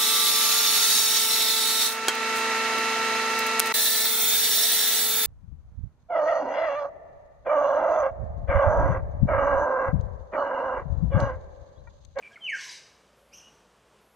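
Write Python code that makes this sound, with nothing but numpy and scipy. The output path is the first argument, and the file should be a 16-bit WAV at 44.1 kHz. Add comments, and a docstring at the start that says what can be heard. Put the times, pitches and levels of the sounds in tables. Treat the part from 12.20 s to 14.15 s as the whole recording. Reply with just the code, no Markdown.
"""In a wooded garden, a bird gives a loud whistle that sweeps down and breaks into a harsh rasp.
Soft pips come before it, and a weaker rising call answers, with a few more pips after it.
Each bird note comes from a vibrating membrane in the throat and echoes off leaves and trunks.
Behind them are a brief rustle, far-off hoots, air in the trees, a low hum and a thin insect buzz."""
import sys
import numpy as np
from scipy import signal
from scipy.fft import rfft, irfft
from scipy.io import wavfile

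SR = 44100
rng = np.random.default_rng(int(sys.argv[2]) if len(sys.argv) > 2 else 0)


def persist_wave(psi):
    """Save psi, clipped to +-1, as 16-bit WAV."""
    counts = np.round(np.clip(psi, -1, 1) * 32767).astype(np.int16)
    wavfile.write(sys.argv[1], SR, np.atleast_2d(counts).T)


N = 85995

# The falling whistle. Each row: time in seconds, pitch in Hz, level in dB.
WHISTLE_PATH = [(.203, 3270, -67), (.222, 3140, -46.5), (.238, 3075, -40.5), (.262, 2962, -32),
                (.275, 2672, -36), (.293, 2240, -29.5), (.303, 2180, -32), (.313, 1952, -41.5),
                (.33, 1778, -30), (.342, 1613, -30.5), (.356, 1503, -44), (.372, 1430, -45.5)]
# The whistle's higher tones. Each row: multiple of the pitch, relative level in dB.
WHISTLE_HARMONICS = [(2, -34), (3, -28), (4, -26), (5, -44)]
# The rasp. Each row: time in seconds, pitch in Hz, level in dB.
RASP_PATH = [(.33, 1701, -61), (.352, 1600, -47), (.382, 1144, -48), (.415, 1038, -43), (.45, 1003, -45.5),
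             (.49, 1000, -47.5), (.53, 995.4, -45.5), (.555, 980, -50.5), (.59, 948.5, -55)]
# How the throat rings with the beak nearly closed. Each row: frequency in Hz, boost or cut in dB.
THROAT_BEAK_NARROW = [(800, -16), (1300, -12.5), (1900, -26), (3000, 1), (3500, -19), (4100, -16),
                      (4850, -6.5), (5300, -6), (6100, 1.5), (6800, -16.5), (7500, -9.5), (8700, -22.5),
                      (10500, -32), (14500, -38)]
# How the throat rings with the beak open. Each row: frequency in Hz, boost or cut in dB.
THROAT_BEAK_OPEN = [(700, -20), (1000, -8), (1300, -17), (1800, -9), (2300, 6.5), (3000, -4.5), (3450, 3),
                    (3950, 2.5), (4400, 1), (5000, 2.5), (6100, 5), (7200, -8.5), (8100, -7.5), (9500, -16),
                    (11500, -17.5), (14500, -38)]
# The answering call. Each row: time in seconds, pitch in Hz, level in dB.
ANSWER_PATH = [(1.106, 2101, -72), (1.124, 2420, -52), (1.133, 2755, -46), (1.141, 2981, -50),
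               (1.151, 3330, -73), (1.162, 3250, -53.5), (1.174, 2866, -52), (1.188, 2660, -66),
               (1.2, 2510, -76)]
# The tones in the answer. Each row: multiple of the pitch, relative level in dB.
ANSWER_HARMONICS = [(1, -12.5), (2, -4.5), (3, -24), (4, -22), (5, -32)]
# Soft pips. Each row: start and length in seconds, first and last pitch in Hz, level in dB.
PIP_NOTES = [(0.026, 0.0037, 2550, 2280, -48), (0.032, .008, 2384, 2280, -50.5),
             (.04, 0.0037, 2620, 2440, -52), (0.046, 0.015, 2330, 2330, -50),
             (.064, 0.016, 2368, 2290, -50), (0.11, .038, 1600, 1690, -60), (0.13, 0.021, 3320, 3020, -64),
             (.158, 0.011, 2256, 2050, -47.5), (0.173, .007, 1470, 1340, -51.5),
             (1.197, 0.0113, 3380, 2430, -60.5), (1.221, 0.029, 2715, 2952, -61.5),
             (1.244, 0.045, 2910, 2855, -61.5)]
# The echo of the leaves. Each row: frequency in Hz, seconds it takes to fade by 60 dB.
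ECHO_FADE_TIMES = [(1000, 0.36), (2200, 0.8), (5500, .72), (9000, 0.68), (14000, 0.26)]
# Far-off hoots. Each row: start and length in seconds, pitch in Hz, level in dB.
HOOT_NOTES = [(.11, 0.13, 665, -65.5), (.88, 0.3, 561, -68), (1.325, .12, 409, -68.5)]
# The tone of the air in the trees. Each row: frequency in Hz, relative level in dB.
AIR_SPECTRUM = [(20, -27), (40, -15.5), (60, -6.5), (100, -6), (190, -2.5), (280, -7.5), (480, -2),
                (700, -5.5), (1100, -6.5), (1600, -10), (2100, -14.5), (3100, -14.5), (4000, -19.5),
                (8500, -23), (11200, -30.5), (15000, -37)]
# How the hum swells and fades. Each row: time in seconds, level in dB.
HUM_LEVELS = [(0, -81), (.7, -86), (0.761, -77), (1.049, -72), (1.4, -74.5), (1.95, -79)]
# The insect's buzzes. Each row: start and length in seconds, level in dB.
INSECT_BUZZES = [(0.963, 0.23, -78.5), (1.808, .2, -77)]
# How the two microphones differ. 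Each row: frequency in Hz, left minus right level in dB.
LEFT_MINUS_RIGHT = [(50, -.8), (130, 0), (260, .6), (550, .4), (1500, -.7), (2400, -.3), (3100, .3),
                    (4500, .8), (6000, .6), (8000, 0), (14000, 0)]

NOTE_EDGE_S = .0011  # how quickly a bird note switches on and off
OVERTONE_FLUTTER_DB, OVERTONE_FLUTTER_HZ = 8.5, 40
RASP_JITTER, RASP_JITTER_HZ, RASP_AIR_DB = .05, 244, -8  # jitter: pitch wobble as a share of the pitch
RASP_FLUTTER_DB, RASP_FLUTTER_HZ, RASP_SLIP_RAD = 4.5, 70, 1.2
BEAK_OPENS_S, BEAK_OPEN_TIME_S = .31, .18
ANSWER_JITTER, ANSWER_JITTER_HZ = .0239, 450
ANSWER_SOFT_DB, ANSWER_BRIGHTENS_S = -32, .033  # overtone cut at the start; time to full strength
PIP_JITTER, PIP_ROUGH_DB, PIP_ROUGH_HZ = .01, -14, 664
ECHO_DELAY_S, EARLY_ECHO_S, EARLY_ECHO_DB = .0052, .026, 1
AIR_DB, AIR_SWELL_DB, AIR_SIDE_DB = -61, .96, -24.5
AIR_LULL_S, AIR_LULL_DB_PER_S = .43, -.5
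HUM_HZ, HUM_WANDER_HZ = 56.4, 2.27
TREBLE_LIMIT_HZ = 15000


def whistle():
    """A nearly pure tone falls about an octave; its overtones flare where the throat rings."""
    hz, gain = pitch_and_gain(WHISTLE_PATH)
    hz = hz * (1 + .004 * wander(150))
    overtones = sum(tone(hz, [harmonic]) * undb(OVERTONE_FLUTTER_DB * wander(OVERTONE_FLUTTER_HZ))
                    for harmonic in WHISTLE_HARMONICS)
    return gain * tone(hz, [(1, .012)]) + colour(gain * overtones, THROAT_BEAK_NARROW)


def rasp():
    """The membrane beats unevenly and, with puffs of air, rings the throat while the beak opens."""
    hz, gain = pitch_and_gain(RASP_PATH)
    hz = hz * (1 + RASP_JITTER * wander(RASP_JITTER_HZ))
    phase = 2 * np.pi * np.cumsum(hz) / SR
    membrane = 0
    for k in range(1, 15):  # each harmonic slips out of step and flutters on its own
        slip = rng.uniform(0, 2 * np.pi) + RASP_SLIP_RAD * wander(RASP_FLUTTER_HZ)
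        flutter = undb(RASP_FLUTTER_DB * wander(RASP_FLUTTER_HZ))
        membrane = membrane + np.sin(k * phase + slip) * flutter
    puffs = rng.standard_normal(N) * (1 + np.cos(phase))
    source = unit(membrane) + undb(RASP_AIR_DB) * puffs
    narrow = unit(colour(source, THROAT_BEAK_NARROW))
    wide = unit(colour(source, THROAT_BEAK_OPEN))
    opening = np.clip((clock() - BEAK_OPENS_S) / BEAK_OPEN_TIME_S, 0, 1)
    return gain * ((1 - opening) * narrow + opening * wide)


def answer():
    """A quick note rises and falls back; its overtones grow on the way up."""
    hz, gain = pitch_and_gain(ANSWER_PATH)
    hz = hz * (1 + ANSWER_JITTER * wander(ANSWER_JITTER_HZ))
    softness = np.clip(1 - (clock() - ANSWER_PATH[0][0]) / ANSWER_BRIGHTENS_S, 0, 1)
    overtones = undb(ANSWER_SOFT_DB * softness) * tone(hz, ANSWER_HARMONICS[1:])
    return gain * (tone(hz, ANSWER_HARMONICS[:1]) + overtones)


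def pips():
    """Short sliding notes, made slightly hoarse by a fast flicker in level."""
    notes = 0
    waver = 1 + PIP_JITTER * wander(200)
    for start, length, first_hz, last_hz, db in PIP_NOTES:
        hz = np.interp(clock(), [start, start + length], [first_hz, last_hz]) * waver
        notes = notes + undb(db) * gate(start, length, NOTE_EDGE_S) * tone(hz, [(1, 2), (2, -29)])
    return notes * (1 + undb(PIP_ROUGH_DB) * wander(PIP_ROUGH_HZ))


def among_trees(call, echo_db):
    """Leaves and trunks add an echo to a call: a dense early scatter, then a tail that dulls."""
    t = np.maximum(clock() - ECHO_DELAY_S, 0)
    f = np.maximum(np.fft.rfftfreq(N, 1 / SR), 1)
    hz, fade_times = np.array(ECHO_FADE_TIMES).T
    scatter = rfft(rng.standard_normal(N))
    echo = 0
    for share, fade_s in zip(np.eye(len(hz)), fade_times):  # each band fades at its own speed
        band = irfft(scatter * np.interp(np.log(f), np.log(hz), share), N)
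        echo = echo + band * undb(-60 * t / fade_s)
    echo = echo * (t > 0) * (1 + undb(EARLY_ECHO_DB) * np.exp(-t / EARLY_ECHO_S))
    echo = echo / np.sqrt(np.sum(echo ** 2))
    return call + undb(echo_db) * signal.fftconvolve(call, echo)[:N]


def rustle():
    """Leaves brush briefly as the bird moves."""
    return undb(-68.5) * gate(start=.119, length=.031, edge_s=.008) * noise_band(hz=5070, width_hz=1800)


def hoots():
    """Far-off low notes, blurred by the trees into narrow bands of noise."""
    return sum(undb(db) * gate(start, length, edge_s=.082) * noise_band(hz, width_hz=32)
               for start, length, hz, db in HOOT_NOTES)


def air_in_trees():
    """Distant air makes a soft stereo rush that swells gently and eases towards the end."""
    middle, side = (unit(colour(rng.standard_normal(N), AIR_SPECTRUM)) for _ in range(2))
    stereo = middle + undb(AIR_SIDE_DB) * side * np.array([[1], [-1]])
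    lull_db = AIR_LULL_DB_PER_S * np.maximum(clock() - AIR_LULL_S, 0)
    return stereo * undb(AIR_DB + AIR_SWELL_DB * wander(3.3) + lull_db)


def hum():
    """A faint low tone drifts in pitch as it swells and fades."""
    hz = HUM_HZ + HUM_WANDER_HZ * wander(5.9)
    times, db = np.array(HUM_LEVELS).T
    return tone(hz, [(1, .014)]) * undb(np.interp(clock(), times, db))


def insect():
    """An insect buzzes in short bursts of thin, very high noise."""
    bursts = sum(undb(db) * gate(start, length, edge_s=.02) for start, length, db in INSECT_BUZZES)
    return bursts * noise_band(hz=11360, width_hz=1000)


def pitch_and_gain(path):
    """Join a call's rows into a pitch and a gain for every sample."""
    times, hz, db = np.array(path).T
    sounding = gate(times[0], times[-1] - times[0], NOTE_EDGE_S)
    return np.interp(clock(), times, hz), undb(np.interp(clock(), times, db)) * sounding


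def tone(hz, harmonics):
    """Add sine waves at multiples of a pitch, leaving out any too high for the sample rate."""
    phase = 2 * np.pi * np.cumsum(hz) / SR
    return np.sqrt(2) * sum(undb(db) * np.sin(round(k) * phase) * (round(k) * hz < SR / 2)
                            for k, db in harmonics)


def noise_band(hz, width_hz):
    """Noise that is strongest around one frequency, with a typical size of 1."""
    f = np.fft.rfftfreq(N, 1 / SR)
    bell = np.exp(-.5 * ((f - hz) / width_hz) ** 2)
    return unit(irfft(rfft(rng.standard_normal(N)) * bell, N))


def wander(speed_hz):
    """A random drift up and down, with a typical size of 1."""
    return noise_band(0, speed_hz)


def colour(x, points):
    """Boost or cut a sound's frequencies along a curve of (Hz, dB) points."""
    hz, db = np.array(points).T
    f = np.maximum(np.fft.rfftfreq(N, 1 / SR), 1)
    return irfft(rfft(x) * undb(np.interp(np.log(f), np.log(hz), db)), N)


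def gate(start, length, edge_s):
    """Fade in, hold and fade out; all times are in seconds."""
    t = clock() - start
    return np.sin(np.pi / 2 * np.clip(np.minimum(t, length - t) / edge_s + .5, 0, 1)) ** 2


def undb(db):
    """Turn decibels into a gain to multiply by."""
    return 10 ** (np.asarray(db) / 20)


def unit(x):
    """Scale a signal to a typical size (rms) of 1."""
    return x / np.sqrt(np.mean(x ** 2))


def clock():
    """The time of every sample, in seconds."""
    return np.arange(N) / SR


def scene():
    """The bird notes with their echoes, over the quiet sounds of the garden."""
    birds = (among_trees(whistle(), echo_db=-3.5) + among_trees(rasp(), echo_db=-3)
             + among_trees(answer(), echo_db=5.5) + among_trees(pips(), echo_db=-10))
    return birds + hoots() + rustle() + air_in_trees() + hum() + insect()


def record(dry):
    """Two slightly unequal microphones hear the garden; the recorder cuts the highest treble."""
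    pair = np.array([colour(channel, [(hz, sign * db / 2) for hz, db in LEFT_MINUS_RIGHT])
                     for channel, sign in zip(dry, (1, -1))])
    treble_cut = signal.ellip(8, .2, 70, TREBLE_LIMIT_HZ, fs=SR, output="sos")
    return signal.sosfilt(treble_cut, pair)


dry = scene()
out = record(dry)
persist_wave(out)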